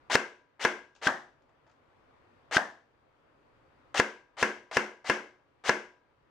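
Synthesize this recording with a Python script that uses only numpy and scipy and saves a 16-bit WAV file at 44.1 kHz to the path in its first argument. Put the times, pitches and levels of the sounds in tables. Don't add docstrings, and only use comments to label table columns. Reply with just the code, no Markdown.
import sys
import numpy as np
from scipy import signal
from scipy.fft import rfft, irfft, next_fast_len
from scipy.io import wavfile
from scipy.ndimage import uniform_filter1d

SR = 44100
rng = np.random.default_rng(int(sys.argv[2]) if len(sys.argv) > 2 else 0)


def dump(signal):
    limited = np.clip(np.atleast_2d(signal).T, -1, 1)
    pcm = np.round(limited * 32767).astype(np.int16)
    wavfile.write(sys.argv[1], SR, pcm)


N = 277830


def amp(db):
    return 10 ** (np.asarray(db) / 20)


def unit(x):
    return x / np.sqrt(np.mean(x ** 2) + 1e-20)


def along(points, hz):
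    point_hz, value = np.transpose(points)
    return np.interp(np.log(hz + 1), np.log(point_hz + 1), value)


def filtered(x, response):
    n = x.shape[-1]
    padded = next_fast_len(n + 8192)
    spectrum = rfft(x, padded) * response(np.fft.rfftfreq(padded, 1 / SR))
    return irfft(spectrum, padded)[..., :n]


def colour(spectrum):
    return lambda hz: amp(along(spectrum, hz))


def pulse(spectrum, size=2048):
    level = amp(along(spectrum, np.fft.rfftfreq(size, 1 / SR)))
    cepstrum = irfft(np.log(level + 1e-6))
    cepstrum[1:size // 2] *= 2
    cepstrum[size // 2 + 1:] = 0
    p = irfft(np.exp(rfft(cepstrum)))
    return p / np.linalg.norm(p)


def resonances(modes):
    def response(f):
        total = 0
        for k, (centre, width, db) in enumerate(modes):
            total = total + (-1) ** k * amp(db) * 1j * f * width / (centre ** 2 - f * f + 1j * f * width)
        return total
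    return response


def train(rows, n):
    blows = np.zeros(n)
    for ms, db, sign in rows:
        blows[round(abs(ms) * SR / 1000)] = sign * amp(db + rng.normal(0, 1))
    return blows


def spread(pair, alike):
    def rotation(hz):
        angle = np.arccos(np.clip(along(alike, hz), -1, 1)) / 2
        return np.array([np.cos(angle), np.sin(angle)])
    mid, side = filtered(pair, rotation)
    return np.array([mid + side, mid - side])


def add(track, s, x):
    i = round(s * SR)
    n = min(x.shape[-1], N - i)
    track[:, i:i + n] += x[..., :n]


# hz, relative_db_per_hz
HUM_SPECTRUM = [(12, -33.5), (20, -6), (98, -2), (150, -2.5), (177, -13.5), (277, -2.5), (377, -5),
                (542, -3), (678, -7), (923, -6), (1190, -7.5), (2530, -18.5), (9400, -45), (10200, -49),
                (16000, -58.5)]
# hz, left_right_likeness (0..1)
HUM_LIKENESS = [(60, 0.018), (180, 1), (550, 0.19), (1650, 0.12), (4970, 0), (15000, 0.057)]


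def hum():
    z = signal.stft(rng.standard_normal((2, N)), nperseg=512)[2]
    patches_db = uniform_filter1d(rng.standard_normal(z.shape[1:]), size=5, axis=0)
    patches_db = unit(uniform_filter1d(patches_db, size=12, axis=1))
    pair = signal.istft(z * amp(patches_db), nperseg=512)[1][:, :N]
    return amp(-64.5) * unit(filtered(spread(pair, HUM_LIKENESS), colour(HUM_SPECTRUM)))


def whine():
    noise = rng.standard_normal(N)
    return amp(-99.5) * unit(filtered(noise, resonances([(4640, 60, 0)])))


# start_s, level_db, body_db (body over level)
HANDLING = [(.950, -54, -3), (.9605, -52.5, 1), (1.4202, -70.5, 9), (1.4914, -72.5, 18.5),
            (1.6654, -70, 15), (1.6743, -69.5, 11), (1.696, -67, 10), (1.7126, -66, -5)]
# hz, left_right_likeness (0..1)
RIFLE_LIKENESS = [(200, 0.96), (2000, 1), (8000, 0.33)]


def ticks():
    out, t = np.zeros((2, N)), np.arange(SR // 8) / SR
    bright = pulse([(1200, -30.0), (2500, 5), (7000, -2.0), (9500, -23.5), (12000, -71.0)])
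    body = pulse([(250, -28.0), (600, -1.5), (1500, -4.5), (3000, -27.5), (8000, -79.0)])
    decay = amp(-60 * t / .02) + 0.24 * amp(-60 * t / 0.257)
    rise = 1 - np.exp(-t / .0015)
    for s, db, body_db in HANDLING:
        puff = rng.standard_normal((3, len(t))) * decay * rise
        rustle = signal.fftconvolve(spread(puff[:2], RIFLE_LIKENESS), bright[None], axes=1)
        rustle = rustle + amp(body_db) * np.convolve(puff[2], body)
        add(out, s, amp(db) * rustle)
    return out


# hz, t60_s
ROOM_T60 = [(80, 0.11), (210, 0.38), (560, 0.39), (1470, 0.34), (3880, 0.38), (10200, 0.32)]
# hz, left_right_likeness
ROOM_LIKENESS = [(60, 0.9), (180, 1), (550, 0.93), (1650, 0.35), (4970, 0.55), (15000, 0.18)]


def tail(seconds=.7):
    noise = rng.standard_normal((2, round(seconds * SR)))
    hz, t, z = signal.stft(noise, SR, nperseg=256)
    decay = amp(-60 * t / along(ROOM_T60, hz)[:, None])
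    pair = signal.istft(z * decay, SR, nperseg=256)[1]
    return spread(pair / np.linalg.norm(pair[0]), ROOM_LIKENESS)


MESH_HZ, SPIN_UP_S = 3802, .028
RACK_HZ = 240


def gear_knocks(t, speed):
    mesh_hz = MESH_HZ * speed * (1 + .45 * rng.standard_normal(len(t)))
    teeth = np.diff(np.floor(np.cumsum(mesh_hz) / SR), prepend=0)
    teeth = unit(teeth * amp(2.4 * rng.standard_normal(len(t))))
    knocks = [[1.3], [0]] * teeth + 1.8 * rng.standard_normal((2, len(t)))
    pace = rng.exponential(size=len(t) // 64 + 1).repeat(64)[:len(t)]
    rack = np.diff(np.floor(np.cumsum(RACK_HZ * speed * pace) / SR), prepend=0)
    rack = rack * amp(3 * rng.standard_normal(len(t)))
    catches = np.convolve(rack, amp(-60 * t[:400] / .012))[:len(t)]
    return knocks * (1 + .8 * catches)


def jolt(t):
    burst = rng.standard_normal(len(t)) * amp(-60 * t / 0.045) * (1 - np.exp(-t / 0.0019))
    shape = pulse([(200, -24.0), (700, 1.5), (3000, -14.5), (9000, -31), (12000, -59.0)])
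    return np.convolve(burst, shape)[:len(t)]


# start_s, gear_db (before load), jolt_db
TRIGGER_PULLS = [(.098, -25, -29.5), (.594, -27.5, -40), (1.014, -28.5, -42.5), (2.5108, -28, -34.5),
                 (3.943, -27.5, -23.5), (4.368, -31.5, -40), (4.712, -32, -27.5), (5.043, -31, -36.5),
                 (5.638, -28, -36)]
# hz, relative_db_per_hz
TOOTH = [(59, -59.5), (100, -30), (461, -7.5), (608, -4), (721, -1.5), (1230, -4.5), (2040, -2.5),
         (2470, -8.5), (2860, -5), (6700, -11.5), (9820, -26), (11900, -44), (16000, -36)]


def gears():
    out, t = np.zeros((2, N)), np.arange(SR // 4) / SR
    tooth, walls = pulse(TOOTH), tail()
    speed = 1 - np.exp(-t / SPIN_UP_S)
    for (s, db, jolt_db), (shot_s, *_) in zip(TRIGGER_PULLS, SHOT_LIST):
        knocks = gear_knocks(t, speed)
        low = filtered(knocks, lambda hz: 1 / (1 + (hz / 2600) ** 4))
        high = filtered(knocks, lambda hz: 1 / (1 + (hz / 2600) ** -4))
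        load = amp(11 * np.clip(t, 0, shot_s - s)) * amp(-60 * np.clip(t - (shot_s - s), 0, 1) / 0.074)
        pair = spread(low * speed ** .5 + high * speed ** 1.6, RIFLE_LIKENESS)
        whirr = unit(signal.fftconvolve(pair, tooth[None], axes=1)[:, :len(t)])
        whirr = amp(db) * load * whirr
        whirr += amp(jolt_db) * jolt(t)
        add(out, s, whirr)
        echo = signal.fftconvolve(whirr.mean(0)[None], walls, axes=1)
        add(out, s + .004, amp(-8.5) * echo)
    return out


# hz, relative_db_per_hz
PISTON_PUSH = [(20, -25), (60, -11.5), (200, 1.5), (450, -6.5), (900, -25.5), (3000, -66), (16000, -100)]


def piston_push():
    return -pulse(PISTON_PUSH)


def soft_front():
    soft = pulse([(20, 1.5), (3000, 0.5), (6000, -10), (16000, -41.5)])
    return soft / soft.sum()


# hz, width_hz, relative_db
OPEN_BARREL = [(522, 110, -21.5), (980, 72, -2.5), (1394.5, 120, -3), (1656, 110, 1), (2143, 130, -3),
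               (2684, 70, -7)]


def nozzle_clack(n, soft):
    blow = train([(0, 14.5, -0.4)], n)
    return np.convolve(filtered(blow, resonances(OPEN_BARREL)), soft)


# delay_ms, relative_db, sign
CRACK_RETURNS = [(0, 1, -1), (1.6, 0, -1), (3.1, -5, 1), (5.9, -3, -1), (9.5, -11, 1), (12.5, -12, -1)]
# hz, relative_db_per_hz
CRACK_THUMP = [(15, -45), (25, -30.5), (399, 6), (551, -0.5), (738, -3), (1000, 4.5), (1200, -1.5),
               (1560, -27), (2640, -120)]


def empty_crack(n, soft, ring_db, air_db):
    blows = train(CRACK_RETURNS, n)
    ring = amp(ring_db) * filtered(blows, resonances(OPEN_BARREL))
    thump = amp(air_db) * np.convolve(blows, pulse(CRACK_THUMP))[:n]
    return np.convolve(ring + thump, soft)[:n]


# delay_ms, relative_db, sign
STRIKE_AND_RATTLE = [(0, 1, -1), (1.8, -4, 1), (2.5, -4, -1), (3.1, -6, -1)]
# hz, width_hz, relative_db
PLUGGED_BARREL = [(270, 88, -16.5), (1552, 93, 1), (2810, 120, -17.5), (3200, 78, -22)]
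# delay_ms, relative_db, sign
POP_RETURNS = [(11.5, -1, 1), (13.6, 0, -1), (21, -6, 1), (32, -6, -1)]
# hz, width_hz, relative_db
MUZZLE_POP = [(260, 38, -8), (795, 430, 5.5), (1540, 300, -3)]


def loaded_crack(n, soft, ring_db, air_db):
    ring = amp(ring_db) * filtered(train(STRIKE_AND_RATTLE, n), resonances(PLUGGED_BARREL))
    pop = amp(air_db) * filtered(train(POP_RETURNS, n), resonances(MUZZLE_POP))
    return np.convolve(ring + pop, soft)[:n]


# hz, relative_db_per_hz
SNAP_SPECTRUM = [(1470, -32), (2700, -8.5), (3440, -17), (4800, -16.5), (5520, -8), (6300, -17.5),
                 (7360, -24), (10300, -31.5), (11600, -46.5), (12500, -40.5), (16000, -39)]


def treble_snap(n):
    t = np.arange(n) / SR
    burst = rng.standard_normal((2, n)) * amp(-60 * t / 0.019) * (1 - np.exp(-t / 0.00051))
    pair = spread(burst, RIFLE_LIKENESS)
    return signal.fftconvolve(pair, pulse(SNAP_SPECTRUM)[None], axes=1)[:, :n]


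# hz, relative_db_per_hz
EMPTY_ECHO = [(35, -66), (60, -34.5), (281, -6.5), (480, -4), (732, -8.5), (1060, -6), (1250, -10),
              (1600, 0.96), (1860, -10), (2120, -3), (2410, -14.5), (2650, -12), (3850, -28.5), (5860, -23),
              (16000, -57.5)]
# hz, relative_db_per_hz
PELLET_ECHO = [(35, -64), (60, -26.5), (256, -6), (448, -12), (682, -1.5), (903, -5), (1060, -5),
               (1340, -6), (1740, 1.5), (2250, -18), (4320, -29), (5860, -26), (16000, -56)]


def wall_answer(loaded, shared):
    if loaded:
        walls = filtered(tail(), colour(PELLET_ECHO))
    else:
        walls = filtered(0.58 * shared + 0.83 * tail(), colour(EMPTY_ECHO))
    walls *= 1 - np.exp(-np.arange(walls.shape[1]) / SR / 0.0021)
    return walls / np.linalg.norm(walls[0])


# hz, relative_db, t60_s
STANDING_WAVES = [(216.4, -8, .33), (292, -14, 0.28), (362.7, -3, 0.39), (484, -9, .35), (982, -18, 0.64),
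                  (1535, -12, 0.4), (1595, -13.5, 0.52), (1650, -14, 0.54), (1730, -13.5, .3)]


def room_ring(phases):
    t = np.arange(SR) / SR
    scatter_db = 1.5 * rng.standard_normal(len(phases))
    ring = np.zeros(SR)
    for (hz, db, t60), phase, more_db in zip(STANDING_WAVES, phases, scatter_db):
        ring += amp(db + more_db - 60 * t / t60) * np.sin(2 * np.pi * hz * t + phase)
    return ring * (1 - np.exp(-t / 0.002))


LOADED = (2, 3)
PUSH_LEAD_S, NOZZLE_LEAD_S, WALLS_DELAY_S = .003, 0.0014, .003
SNAP_DELAY_S = (.0003, .002)
# ring_db, air_db, snap_db, walls_db, modes_db
EMPTY_LAYERS = (25.5, 5.5, -17, 9.5, -25)
LOADED_LAYERS = (28.5, 11.5, -20, 8.5, -36.5)
# start_s, strength_db, push_db (independent of strength)
SHOT_LIST = [(0.154, 0.5, -1), (0.6492, .5, -7.5), (1.0703, 1, -1.5), (2.5686, 0.5, -3), (3.9987, -.5, 0),
             (4.427, 0, -5.5), (4.7691, 1, -5.5), (5.0975, .5, -4.5), (5.6930, 1.5, -7)]


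def shots():
    out, n = np.zeros((2, N)), SR // 10
    shared, soft = tail(), soft_front()
    phases = rng.uniform(0, 2 * np.pi, len(STANDING_WAVES))
    for k, (s, db, push_db) in enumerate(SHOT_LIST):
        loaded = k in LOADED
        ring_db, air_db, snap_db, walls_db, modes_db = LOADED_LAYERS if loaded else EMPTY_LAYERS
        if loaded:
            crack = loaded_crack(n, soft, ring_db, air_db)
        else:
            crack = empty_crack(n, soft, ring_db, air_db)
            add(out, s - NOZZLE_LEAD_S, amp(db) * nozzle_clack(n, soft))
        add(out, s, amp(db) * crack)
        add(out, s + SNAP_DELAY_S[loaded], amp(db + snap_db) * treble_snap(n))
        add(out, s - PUSH_LEAD_S, amp(push_db) * piston_push())
        add(out, s + WALLS_DELAY_S, amp(db + walls_db) * wall_answer(loaded, shared))
        add(out, s, amp(db + modes_db) * room_ring(phases))
    return out


# hz, left_minus_right_db
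PORT_BALANCE = [(60, -0.1), (180, -0.53), (550, -0.2), (1650, 4.5), (4970, 7), (15000, 6)]
# hz, gain_db
PORT_RESPONSE = [(20, -3.5), (10500, -3), (11800, -10.5), (13000, -1), (16000, 0.5)]


def scene():
    air = hum() + whine() + ticks() + gears() + shots()
    hiss = amp(-103) * rng.standard_normal((2, N))

    def ports(hz):
        balance_db = np.outer([.5, -.5], along(PORT_BALANCE, hz))
        return amp(balance_db + along(PORT_RESPONSE, hz))
    return filtered(air, ports) + hiss


def record(dry, top_db=-17, attack=0.0012):
    most_db, climb_db_per_s, ceiling, top_hz = 4, 5.5, .49, 16000
    t = np.arange(N) / SR
    power = uniform_filter1d(np.mean(dry ** 2, 0), size=177, origin=88)
    level = np.sqrt(np.abs(power) + 1e-12)
    need_db = np.minimum(most_db, top_db - 20 * np.log10(level))
    climb_db = climb_db_per_s * t
    gain_db = np.minimum.accumulate(need_db - climb_db) + climb_db
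    keep = np.exp(-1 / (abs(attack) * SR))
    x = dry * amp(signal.lfilter([1 - keep], [1, -keep], gain_db))
    x = x / (1 + np.abs(x / ceiling) ** 4) ** (1 / 4)
    return filtered(x, lambda hz: np.clip((top_hz - hz) / 400, 0, 1))


dry = scene()
out = record(dry)
dump(out)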